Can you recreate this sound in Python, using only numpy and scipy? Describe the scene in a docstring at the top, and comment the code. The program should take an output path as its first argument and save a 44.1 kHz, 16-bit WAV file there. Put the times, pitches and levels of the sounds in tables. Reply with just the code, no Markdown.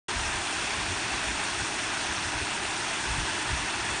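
"""A dense roar of falling water: three aerators churn a fish pond some metres from the bank.
The thrown water lands as merged spray, ringing bubbles, ticking drops and slaps, with a few
heavy splats, near plinks and one brief, bright shower on top. The motors hum faintly
beneath, and light puffs of wind rumble on the microphone."""
import sys
import numpy as np
from scipy import signal
from scipy.fft import rfft, irfft
from scipy.io import wavfile

SR = 44100
rng = np.random.default_rng(int(sys.argv[2]) if len(sys.argv) > 2 else 0)


def wav_out(sig):
    """Save sig, one row per channel (or a flat mono array), as 16-bit PCM at SR to the path in sys.argv[1]."""
    wavfile.write(sys.argv[1], SR, np.round(np.clip(np.atleast_2d(sig).T, -1, 1) * 32767).astype(np.int16))


N = 176400
TIME, FREQS = np.arange(N) / SR, np.maximum(np.arange(N // 2 + 1) * SR / N, 1)
DROP_SPREAD_DB = 2

# Tone colour of the falling water as heard through the microphone, including the
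# microphone's dips: frequency_hz, gain_db
WATER = [(50, -18.5), (100, -9), (160, -8.5), (200, -5), (250, -4), (335, 0.45), (420, -3.5), (445, -9),
         (520, -12), (630, -4), (800, -1.2), (940, 0), (1150, -5.5), (1300, -3.5), (1550, -0.7),
         (1800, -1.6), (2200, -5), (2650, -2), (3100, -7.5), (3400, -5), (3900, -10), (4250, -9.5),
         (4700, -11), (4920, -13.5), (5200, -10.5), (5900, -11), (6600, -13.5), (7200, -13.5),
         (7620, -15.5), (8100, -13), (8900, -8), (9600, -13)]


def roar(level_db=-0.5, bands=14, flicker_hz=16):
    """Countless far drops merge into noise, each band flickering by itself."""
    # Far spray's EQ, on top of the WATER curve: frequency_hz, gain_db
    spray_eq = [(100, 4.5), (200, -2), (500, -2), (1000, -1.5), (2000, -1), (4000, -0.5), (7000, 2),
                (9500, -4)]
    spectrum = rfft(rng.standard_normal(N)) * from_db(at_hz(spray_eq, FREQS))
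    band = np.digitize(FREQS, np.geomspace(250, 9000, bands - 1))
    depths_db = np.linspace(0.92, 1.35, bands)  # the treble flickers most
    spray = sum(irfft(spectrum * (band == k), N) * from_db(depth_db * drift(flicker_hz))
                for k, depth_db in enumerate(depths_db))
    return from_db(level_db) * coloured(spray, WATER)


def bubbles(level_db=-8, per_s=1700, ring_cycles=14.4, sizes=48):
    """Trapped air rings briefly at a pitch set by the bubble's size; the finest ones fizz."""
    births = impacts(per_s, spread_db=0.5)
    size_class = rng.integers(0, sizes, N)
    pitches_hz = np.geomspace(555, 9110, sizes)
    rings = sum(hz * ring(births * (size_class == k), hz, ring_cycles / hz)
                for k, hz in enumerate(pitches_hz))
    return from_db(level_db) * coloured(rings, WATER)


def drops(level_db=-10.5, per_s=1600):
    """Single drops tick on the surface."""
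    return from_db(level_db) * coloured(impacts(per_s, DROP_SPREAD_DB), WATER)


def slaps(level_db=-12.5, per_s=120, decay_s=0.004):
    """Larger lumps of water land, each a brief burst of spatter."""
    hits = impacts(per_s, spread_db=1)
    power = signal.lfilter([1], [1, -np.exp(-2 / (decay_s * SR))], hits ** 2 + 1e-18)
    return from_db(level_db) * coloured(np.sqrt(power) * rng.standard_normal(N), WATER)


def splats(decay_s=0.005, width_octaves=0.74, size=2048):
    """A heavy lump hits with a sharp burst around the pitch of the hollow it makes."""
    # The heaviest landings: start_s, attack_level_db, centre_hz
    landings = [(0.112, -28, 1800), (0.326, -43, 1500), (0.471, -26.5, 2200), (0.706, -28, 2000),
                (0.736, -27, 1600), (0.801, -32, 1080), (1.017, -34, 1700), (1.141, -28.5, 1600),
                (1.788, -28, 1900)]
    out, age = np.zeros(N + size), np.arange(size) / SR
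    freqs = np.maximum(np.fft.rfftfreq(size, 1 / SR), 1)
    for start_s, level_db, centre_hz in landings:
        colour = 1 / (1 + (np.log2(freqs / centre_hz) / width_octaves) ** 2)
        burst = rms_one(irfft(rfft(rng.standard_normal(size)) * colour))
        start = int(start_s * SR)
        out[start:start + size] += from_db(level_db) * burst * np.exp(-age / decay_s)
    return out[:N]


def plinks(level_db=-36, per_s=70, low_hz=948, high_hz=3694, decay_cycles=12, rise=0.05):
    """Near bubbles plink above the roar, each gliding up as it surfaces and dies away."""
    count, size = 800, 2048
    out, age = np.zeros(N + size), np.arange(size) / SR
    starts_s = np.cumsum(rng.exponential(1, count)) / per_s
    for start_s, smallness in zip(starts_s, rng.random((count, 2))[:, 0]):
        if start_s < TIME[-1]:
            hz = low_hz * (high_hz / low_hz) ** smallness
            life = age * hz / decay_cycles
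            tone = np.sin(2 * np.pi * hz * age * (1 + rise * life / 2))
            start = int(start_s * SR)
            out[start:start + size] += from_db(level_db) * tone * np.exp(-life)
    return out[:N]


def shower(level_db=-46, per_s=720, pitch_hz=3440, peak_s=0.72, half_width_s=0.11):
    """Fine drops of like size patter down for a moment and ring at one bright pitch."""
    patter = rms_one(ring(impacts(per_s, DROP_SPREAD_DB), pitch_hz, t60_s=0.013))
    swell = np.exp(-((TIME - peak_s) / half_width_s) ** 2 / 2)
    return from_db(level_db) * patter * swell


def motors(waver_db=5.5, waver_rate_hz=2.75, wander_hz=0.89):
    """Mains hum and gear whine, wavering at random like machines beating against each other."""
    # Motor tones: pitch_hz, level_db
    tones = [(100, -55.5), (190, -61), (300, -56.5), (427, -63), (951, -56.5)]
    out = 0
    for pitch_hz, level_db in tones:
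        phase = 2 * np.pi * np.cumsum(pitch_hz + wander_hz * drift(waver_rate_hz)) / SR
        waver = from_db(waver_db * drift(waver_rate_hz))
        out = out + from_db(level_db) * rms_one(np.sin(phase) * waver)
    return out


def wind(breeze_db=-54, eddy_hz=63, size=16384):
    """Faint turbulence rumbles on the microphone, with puffs above it; smaller eddies sound higher."""
    # Rumble colour for eddies centred on eddy_hz: frequency_hz, gain_db
    rumble = [(15, -46), (28, -28), (40, -5), (64, 2.5), (80, -4.5), (120, -12), (180, -19), (300, -31.5),
              (700, -62.5)]
    # Puffs of wind: peak_s, half_width_s, level_db, centre_hz
    puffs = [(0.186, 0.025, -33, 58), (0.274, .016, -35.5, 56), (0.359, 0.03, -41, 57),
             (0.796, 0.019, -40, 64), (0.843, 0.015, -43, 66), (0.917, .022, -35.5, 72),
             (0.963, 0.014, -44, 58), (1.057, .013, -42, 86), (1.143, .017, -41, 60),
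             (1.313, 0.047, -40, 56), (1.617, .018, -38, 85), (2.117, 0.033, -45, 58),
             (2.266, .013, -37.5, 80), (2.364, 0.016, -37, 73), (2.421, 0.013, -34.5, 84),
             (3.116, 0.024, -32, 60), (3.18, 0.021, -32, 56), (3.218, .018, -36, 58),
             (3.527, 0.024, -29, 67), (3.594, 0.028, -37.5, 64), (3.823, 0.026, -43, 66),
             (3.916, 0.021, -40.5, 72)]
    out = np.pad(from_db(breeze_db) * coloured(rng.standard_normal(N), rumble), size // 2)
    from_peak_s = (np.arange(size) - size // 2) / SR
    freqs = np.maximum(np.fft.rfftfreq(size, 1 / SR), 1)
    for peak_s, half_width_s, level_db, centre_hz in puffs:
        swell = np.exp(-(from_peak_s / half_width_s) ** 2 / 2)
        colour = from_db(at_hz(rumble, freqs * eddy_hz / centre_hz))
        eddies = irfft(rfft(rng.standard_normal(size)) * colour)
        puff = rms_one(swell * eddies) * np.sqrt(np.mean(swell ** 2))
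        start = int(peak_s * SR)
        out[start:start + size] += from_db(level_db) * puff
    return out[size // 2:size // 2 + N]


def from_db(db):
    """Decibels to gain."""
    return 10 ** (np.asarray(db) / 20)


def rms_one(x):
    """Scale to unit power."""
    return x / np.sqrt(np.mean(x ** 2) + 1e-20)


def at_hz(curve, hz):
    """Read an EQ curve, in dB, on a log-frequency axis."""
    points_hz, gains_db = np.transpose(curve)
    return np.interp(np.log(hz), np.log(points_hz), gains_db)


def coloured(x, curve):
    """Shape a signal with an EQ curve, at unit power."""
    return rms_one(irfft(rfft(x) * from_db(at_hz(curve, FREQS)), N))


def drift(rate_hz):
    """Smooth random modulation at unit power, mostly slower than rate_hz."""
    return rms_one(irfft(rfft(rng.standard_normal(N)) / (1 + (FREQS / rate_hz) ** 2), N))


def impacts(per_s, spread_db):
    """Clicks at random times: many small ones, a few larger."""
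    sizes = from_db(spread_db * np.minimum(rng.exponential(1, N), 4.5))
    return sizes * rng.choice([-1, 1], N) * (rng.random(N) < per_s / SR)


def ring(clicks, hz, t60_s):
    """Each click sets a dying sine ringing."""
    radius, angle = 1000 ** (-1 / (t60_s * SR)), 2 * np.pi * hz / SR
    return signal.lfilter([0, np.sin(angle)], [1, -2 * radius * np.cos(angle), radius ** 2],
                          clicks + 1e-18)


def scene():
    """Water, motors and wind, the same in both ears."""
    # How much water the wheels throw: time_s, level_db
    throw = [(0.1, -31), (0.5, -31), (0.85, -31), (1.05, -31), (1.9, -31), (2.55, -31.5), (2.85, -31),
             (3.9, -31)]
    surge_db = 0.15 * drift(rate_hz=25)
    flow = from_db(np.interp(TIME, *np.transpose(throw)) + surge_db)
    churn = flow * (roar() + bubbles() + drops() + slaps())  # these four levels are relative to the flow
    mono = churn + splats() + plinks() + shower() + motors() + wind()
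    return np.array([mono, mono])


def record(dry):
    """The sound cuts in abruptly, and a steep low-pass takes off the top."""
    start_s, fade_s, cutoff_hz = 0.082, 0.003, 9720
    opened = dry * np.clip((TIME - start_s) / fade_s, 0, 1)
    return signal.sosfilt(signal.ellip(14, 0.1, 80, cutoff_hz, fs=SR, output="sos"), opened)


dry = scene()
out = record(dry)
wav_out(out)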